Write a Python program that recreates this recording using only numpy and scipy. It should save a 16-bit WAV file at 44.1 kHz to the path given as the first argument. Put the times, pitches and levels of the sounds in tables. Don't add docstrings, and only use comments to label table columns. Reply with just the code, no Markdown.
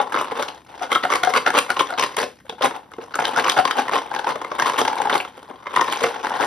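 import sys
import numpy as np
from scipy import signal
from scipy.fft import rfft, irfft, next_fast_len
from scipy.io import wavfile

SR = 44100
rng = np.random.default_rng(int(sys.argv[2]) if len(sys.argv) > 2 else 0)


def waveform_to_disk(signal):
    frames = np.transpose(np.atleast_2d(signal))
    scaled = np.clip(frames, -1, 1) * 32767
    samples = np.round(scaled).astype(np.int16)
    wavfile.write(sys.argv[1], SR, samples)


N = 284886


def amp(db):
    return 10 ** (np.asarray(db) / 20)


def unit(x):
    return x / np.sqrt(np.mean(x ** 2) + 1e-20)


def along(points, hz):
    point_hz, value = np.transpose(points)
    return np.interp(np.log(hz + 1), np.log(point_hz + 1), value)


def filtered(x, response):
    size = next_fast_len(N + SR // 2)
    hz = np.fft.rfftfreq(size, 1 / SR)
    return irfft(rfft(x, size) * response(hz), size)[..., :N]


def train(s, size):
    sample = np.clip(np.round(s * SR).astype(int), 0, N - 1)
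    return np.bincount(sample, size, N)


def uneven(shape, scatter_db):
    return scatter_db * np.log(rng.exponential(size=shape) + 0.015)


def shake(s):
    # start_s [s], level_db [dB, relative],
    # pitch_hz of the panel they lie on [Hz], click_db above the panel [dB]
    shaking = [(0.0, -26.5, 930, -21.5), (0.27, -22, 1056, -16), (0.5, -29, 830, -19), (0.63, -41, 880, -9),
               (0.85, -24.5, 834, -15.5), (1.19, -23.5, 1136, -14.5), (2.07, -27.5, 1020, -12),
               (2.401, -46, 870, -2.5), (2.701, -28.5, 880, -20), (2.88, -41, 890, -22.5),
               (3.06, -34.5, 955, -14.5), (3.38, -20.5, 917, -14.5), (4.5, -28, 894, -17.5),
               (4.62, -14.5, 1020, -11.5), (5.15, -21, 860, -16.5), (5.3, -36.5, 820, -11),
               (5.619, -37.5, 1080, -17), (5.798, -19, 1050, -9.5), (6.14, -24, 814, -11.5),
               (6.46, -18.5, 850, -13.5)]
    start_s, *columns = np.transpose(shaking)
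    return [np.interp(s, start_s, column) for column in columns]


def hush(level_db):
    # [dB per Hz, relative]
    murmur = [(25, 3), (60, 17), (130, 6), (300, 3.5), (1000, -35), (3000, -24), (16000, -29)]
    noise = rng.standard_normal(N) + .3 * rng.standard_normal((2, N))
    return amp(level_db) * unit(filtered(noise, lambda hz: amp(along(murmur, hz))))


def room(x, own):
    # pitch_hz [Hz], t60_s [s]
    decay = [(150, 0.4), (450, 0.24), (1000, 0.18), (4000, 0.24)]
    hz, t, spectrum = signal.stft(rng.standard_normal((2, SR // 2)), SR, nperseg=256)
    fade = amp(-60 * t / along(decay, hz)[:, None])
    both, apart = signal.istft(spectrum * fade, SR, nperseg=256)[1]
    tail = np.array([both + own * apart, both - own * apart])
    tail = tail / np.linalg.norm(tail[0])
    late = np.pad(x, ((0, 0), (260, 0)))
    return signal.fftconvolve(late, tail, axes=1)[:, :N]


def tumble(spread_db, scatter_db, trim_db, count):
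    all_move_db, fewest = -36, .3
    s = rng.uniform(0, N / SR, count)
    level_db, pitch, click_db = shake(s)
    pitch = pitch * amp(spread_db * rng.standard_normal(count))
    moving_share = np.maximum(amp(level_db - all_move_db), fewest)
    still = rng.uniform(size=count) > moving_share
    level_db = np.where(still, -np.inf, level_db)
    level_db = level_db + trim_db + uneven(count, scatter_db)
    click_db = click_db + 3 * rng.standard_normal(count)
    return np.transpose([s, level_db, pitch, click_db])


def landings(spread_db, scatter_db, trim_db, count):
    # middle_s [s], length_s [s],
    # level_db [dB, relative], pitch_hz of the panel struck [Hz]
    heaps = [(0.01, 0.042, -13, 975), (0.177, 0.13, -16, 1105), (0.398, 0.097, -19, 986),
             (0.831, 0.064, -26, 736), (0.936, 0.071, -20.5, 1390), (1.138, 0.092, -16, 1190),
             (1.286, 0.094, -23.5, 776), (1.362, 0.04, -10, 1240), (1.479, 0.035, -11, 765),
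             (1.564, 0.06, -11, 1140), (1.714, 0.038, -19.5, 920), (1.797, 0.063, -17, 950),
             (2.016, 0.095, -14.5, 1040), (2.21, 0.079, -15, 461), (2.646, 0.055, -9, 847),
             (2.755, 0.031, -21.5, 796), (3.02, 0.048, -30.5, 840), (3.243, 0.12, -18, 850),
             (3.387, 0.066, -13, 810), (3.477, 0.079, -14, 1070), (3.588, 0.05, -10.5, 710),
             (3.788, 0.051, -11, 836), (3.95, 0.074, -11.5, 943), (4.293, 0.051, -13, 1033),
             (4.676, 0.046, -17.5, 990), (4.794, 0.04, -9.5, 990), (5.14, 0.11, -11.5, 877),
             (5.92, 0.11, -25, 950), (6.05, 0.076, -15, 416), (6.43, 0.065, -16, 890)]
    heap_click_db = 3
    click_db_per_octave = 2
    pile_up_db = 0.13
    middle, length, level_db, pitch = np.transpose(heaps)[:, :, None]
    click_db = shake(middle)[-1] + heap_click_db + click_db_per_octave * np.log2(pitch / 1000)
    luck = rng.standard_normal((len(heaps), count, 3))
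    arrival = luck[..., 0]
    s = middle + .6 * length * np.tanh(.6 * arrival)
    s = s + .12 * length * np.clip(arrival - 1, 0, None)
    thin_db = 10 * np.log10(np.abs(length) / 0.06)
    size_db = level_db + trim_db + thin_db
    size_db = size_db - 2.23 * arrival ** 2 + pile_up_db * arrival + uneven(s.shape, scatter_db)
    rows = [s, size_db, pitch * amp(spread_db * luck[..., 1]), click_db + 3 * luck[..., 2]]
    return np.reshape(rows, (len(rows), -1)).T


def slaps():
    # start_s [s], level_db [dB, relative],
    # pitch_hz of the panel struck [Hz], click_db above the panel [dB]
    single_blows = [(0.002, -4.5, 910, -27), (0.123, -21, 850, -19), (0.143, -11, 1280, -13.5),
                    (0.173, -8, 1195, -22), (0.319, -15, 465, -12), (0.395, -13, 492, -11.5),
                    (0.425, -11, 1184, -6.5), (0.485, -20.5, 637, 6), (0.816, -17.5, 725, -24),
                    (0.832, -20.5, 732, -1), (0.918, -6, 1177, -6), (0.928, -13, 1280, 1.5),
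                    (0.951, -19, 1500, 6), (0.958, -1.5, 1230, -16.5), (1.037, -7, 1690, -7.5),
                    (1.052, -6.5, 758, -16), (1.102, -9.5, 1160, -15), (1.124, -7.5, 1110, -9),
                    (1.137, -6.5, 1110, -8), (1.156, -8, 1160, -2.5), (1.235, -10.5, 743, -2.5),
                    (1.249, -13, 812, -2.5), (1.273, -7, 756, -16), (1.295, -17.5, 450, -31.5),
                    (1.338, -9, 1120, -2.5), (1.365, -9, 1130, -12), (1.378, -8, 1122, -10),
                    (1.464, -12, 743, 1.5), (1.474, -7.5, 1420, -15.5), (1.504, -12.5, 813, -2.5),
                    (1.541, -12, 1110, -15.5), (1.578, -7.5, 504, 2), (1.588, -10, 1180, 6.5),
                    (1.693, -16.5, 718, -7), (1.703, -11.5, 768, -2.5), (1.768, -10.5, 1020, -10.5),
                    (1.795, -6.5, 1210, 0), (1.807, -6, 1080, -11.5), (1.895, -26, 750, -10),
                    (1.905, -16.5, 755, -8.5), (1.926, -15.5, 760, -17), (1.938, -19, 764, -16),
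                    (1.996, -13.5, 1040, 4.5), (2.026, -12, 1110, 1.5), (2.168, -16, 940, 4.5),
                    (2.21, -17.5, 464, -15), (2.23, -16, 1040, -10.5), (2.452, -36, 590, -26),
                    (2.496, -19.5, 424, -1.5), (2.526, -23.5, 403, -18), (2.611, -13, 594, -16.5),
                    (2.625, -19.5, 560, 10), (2.71, -15.5, 926, -13.5), (2.918, -31, 1340, -8.5),
                    (2.937, -26, 1190, -10.5), (2.985, -18.5, 402, -27), (3.142, -17.5, 1485, -9.5),
                    (3.155, -12.5, 1350, -8), (3.19, -6.5, 801, -16), (3.206, -12, 810, -15.5),
                    (3.22, -21, 845, -15), (3.253, -17.5, 824, 4), (3.345, -18, 1240, -11),
                    (3.362, -14, 776, -7), (3.375, -6, 790, -24), (3.388, -8, 827, -8),
                    (3.444, -14, 1520, -2.5), (3.453, -16, 1034, -12), (3.497, -19.5, 1110, 16.5),
                    (3.519, -22, 1170, 8), (3.568, -4.5, 820, -16.5), (3.578, -13, 766, 0.5),
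                    (3.589, -4, 745, -14), (3.653, -5.5, 1044, -3.5), (3.677, -13.5, 1040, -1.5),
                    (3.71, -15.5, 1270, 6.5), (3.754, -21, 873, -13), (3.786, -9, 860, -8),
                    (3.882, -18, 990, -6.5), (3.894, -12.5, 1040, -15), (3.934, -12.5, 870, -18),
                    (3.956, -10.5, 1034, -3.5), (3.964, -10.5, 1030, -22), (4.115, -14.5, 860, -20),
                    (4.14, -16.5, 1056, -10), (4.149, -18, 980, 0), (4.163, -11.5, 817, -11),
                    (4.193, -14, 833, -3.5), (4.244, -18, 850, -6), (4.27, -8, 920, -14),
                    (4.357, -11.5, 593, -14.5), (4.416, -15, 1060, -10.5), (4.447, -15, 1077, -14.5),
                    (4.517, -11, 612, -15), (4.591, -11.5, 1130, -16.5), (4.598, -8, 1550, -12),
                    (4.622, -8.5, 980, -9.5), (4.659, -11, 1050, -11.5), (4.697, -11, 1020, -10),
                    (4.787, -23, 1050, 7.5), (4.815, -7, 430, -5), (4.852, -9, 880, -5.5),
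                    (4.88, -8.5, 887, -2), (4.915, -14.5, 890, -23), (4.931, -11.5, 860, -16),
                    (4.969, -19, 860, -28), (4.987, -16, 900, -17), (5.002, -12, 906, -21),
                    (5.018, -14.5, 870, -4.5), (5.054, -11, 855, -15), (5.072, -12, 860, -17),
                    (5.097, -12.5, 790, -5), (5.155, -10.5, 1060, -8), (5.25, -17, 1200, -14),
                    (5.378, -24, 343, -14), (5.429, -30, 480, -11), (5.502, -19.5, 360, -31),
                    (5.511, -25, 1050, -22), (5.542, -31.5, 350, -16), (5.659, -22.5, 1110, -18),
                    (5.669, -15.5, 1090, -10), (5.74, -15.5, 1040, -12), (5.763, -9, 993, -3),
                    (5.772, -2.5, 1083, -32), (5.795, -4, 1060, -26), (5.812, -9.5, 1000, -4),
                    (5.82, -8.5, 1030, -24.5), (5.882, -12.5, 1020, -15.5), (5.892, -18, 1020, -22),
                    (5.925, -16.5, 1010, -0.5), (6.008, -19.5, 1070, 0), (6.019, -14, 454, -25.5),
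                    (6.038, -7, 408, -13), (6.04, -6.5, 1160, -8.5), (6.057, -21, 427, -30),
                    (6.247, -12, 890, -13), (6.269, -10, 790, -12), (6.306, -12.5, 820, -19),
                    (6.318, -10.5, 900, -16.5), (6.339, -19, 1010, -8.5), (6.352, -16, 930, -16),
                    (6.36, -15.5, 827, -17.5), (6.4, -11, 850, -14), (6.409, -10.5, 820, -8.5),
                    (6.437, -9, 974, -12)]
    edge_s, edge_db = 0.00267, -9
    rebound_s, rebound_db = 0.004534, -11.5
    hits = np.array(single_blows, float)
    luck = rng.uniform(.6, 1.4, (len(hits), 2))

    def moved(s, db):
        return hits + np.transpose([s, db + 0 * s, 0 * s, 0 * s])

    edges = moved(-edge_s * luck[:, 0], edge_db)
    rebounds = moved(rebound_s * luck[:, 1], rebound_db)
    return np.vstack([edges, hits, rebounds])


def thuds(blows):
    thud_hz, thud_db, thud_db_per_octave = 340, -14.5, -7.5
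    s, level_db, pitch, _ = blows.T
    push_db = level_db + thud_db + thud_db_per_octave * np.log2(pitch / 1000)
    push = train(s, amp(push_db) * np.sign(rng.standard_normal(len(s))))
    w = 2 * np.pi * thud_hz / SR
    return signal.lfilter([w * np.e, -w * np.e], np.poly([np.exp(-w)] * 3), push)


def clicks(blows, t60, trim_db, tint_db, own):
    # [dB per Hz, relative]
    colour = [(300, -22), (1500, -1), (3500, -3.5), (4300, -9), (8000, -13.5), (10000, -18), (13000, -26),
              (16000, -36)]
    edges_hz = [0, 2200, 3000, 3900, 4900, 6600, 30000]
    rise_s = 0.00088
    s, level_db, _, click_db = blows.T
    tint = tint_db * rng.standard_normal((len(s), len(edges_hz) - 1))
    rise = np.exp(-1 / SR / rise_s)
    white = rng.standard_normal((2, N))
    out = np.zeros((2, N))
    for k, (lo, hi) in enumerate(zip(edges_hz, edges_hz[1:])):
        both, apart = filtered(white, lambda hz: amp(along(colour, hz)) * (hz >= lo) * (hz < hi))
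        unlike = 1 if hi <= edges_hz[-2] else .3
        apart = apart * own * unlike
        starts = train(s, amp(2 * (level_db + click_db + trim_db + tint[:, k])))
        power = signal.lfilter([1], [1, -amp(-120 / t60 / SR)], starts)
        power = signal.lfilter([1 - rise], [1, -rise], power)
        out += np.sqrt(np.abs(power)) * [both + apart, both - apart]
    return out


def panels(blows, octaves, skirt_db, scatter_db, aim_db, overtone_db, rise_cycles):
    # [dB, relative]
    modes = [(140, -5), (200, -18), (290, 2.5), (370, 0.5), (450, 4.5), (540, 6), (610, -2.5), (730, 2),
             (860, 3), (945, -1.5), (1035, 3), (1140, 0.5), (1300, 3.5), (1430, 6), (1570, 0.5), (1850, 0),
             (2120, 1), (2900, 0), (3500, 2)]
    ring_s, ring_cycles = 0.033, 23.3
    overtone_ratio, overtone_per_click = 1.888, 0.74
    third_ratio, third_db = 2.84, -9
    steady = .3
    beam_hz = 496
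    wider_per_octave_db = 6
    s, level_db, pitch, click_db = blows.T
    overtone = amp(np.minimum(overtone_db + overtone_per_click * click_db, 0))
    width = octaves * amp(wider_per_octave_db * np.clip(np.log2(700 / pitch), 0, None))
    luck = rng.standard_normal((len(s), len(modes), 3))
    out = np.zeros((2, N))
    for k, (hz, db) in enumerate(modes):
        def near(centre):
            return np.exp(-(np.log2(hz / centre) / width) ** 2) * np.sqrt(octaves / width)

        higher = near(overtone_ratio * pitch) - amp(third_db) * near(third_ratio * pitch)
        tones = near(pitch) - overtone * higher
        scatter = scatter_db * luck[:, k, 0]
        share = tones * amp(steady * scatter) + amp(skirt_db + scatter) * np.sign(luck[:, k, 1])
        size = amp(level_db + db) * share * np.sign(luck[:, 0, 0])
        aim = amp(aim_db) * hz / np.hypot(hz, beam_hz) * luck[:, k, 2]
        drive = [train(s, size * (1 + aim * side)) for side in (1, -1)]
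        t60 = min(ring_s, ring_cycles / hz)
        turn = np.exp(2j * np.pi * hz / SR)
        ring = amp(-60 / t60 / SR)
        rise = np.exp(-hz / SR / rise_cycles)
        poles = np.convolve([1, -ring * turn], [1, -rise * turn])
        out += signal.lfilter([1 - rise], poles, drive).imag
    return out


def scene():
    hits = slaps()
    heaps = landings(spread_db=1.23, scatter_db=2.0, trim_db=-6.5, count=24)
    loose = tumble(spread_db=0.8, scatter_db=2.8, trim_db=-7.5, count=2000)
    small = np.vstack([heaps, loose])
    soft = hits[:, 3] < -15.5
    box = panels(hits[~soft], octaves=0.088, skirt_db=-19.0, scatter_db=2.0, aim_db=-10.5,
                 overtone_db=5, rise_cycles=1.31)
    box += panels(hits[soft], octaves=0.13, skirt_db=-23.5, scatter_db=3.5, aim_db=-10.5,
                  overtone_db=6, rise_cycles=1.48)
    box += clicks(hits, t60=0.0085, trim_db=8.5, tint_db=4.5, own=0.49)
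    box += panels(small, octaves=0.11, skirt_db=-16, scatter_db=4.0, aim_db=-5.5,
                  overtone_db=0.5, rise_cycles=0.7)
    box += clicks(small, t60=0.027, trim_db=11.5, tint_db=5, own=0.26)
    box += thuds(np.vstack([hits, small]))
    return box + amp(-8.0) * room(box, own=0.042) + hush(level_db=-49.5)


def record(dry):
    # pitch_hz [Hz], lead_rad [radians]
    port_lead = [(30, 0), (200, .25), (800, .45), (1900, .15), (3400, .95), (4500, .1), (6200, -1),
                 (6700, -3.05), (7900, -3.4), (10300, -6.1), (12100, -6.5), (13400, -9.3)]
    # pitch_hz [Hz], level_db [dB]
    port_balance = [(300, 0.5), (450, 0.5), (800, 6.5), (1300, 0.2), (2300, 1.6), (3500, 1.5), (6000, 6.5),
                    (7000, -1)]
    low_cut_hz, top_hz = 130, 15900
    side = np.array([[.5], [-.5]])

    def response(hz):
        phase = np.exp(1j * side * along(port_lead, hz))
        level = amp(side * along(port_balance, hz))
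        return phase * level * (hz / np.hypot(hz, low_cut_hz)) ** 2

    x = filtered(dry, response)
    x = x / (1 + np.abs(x / .95) ** 4) ** .25
    return filtered(x, lambda hz: hz < top_hz)


dry = scene()
out = record(dry)
waveform_to_disk(out)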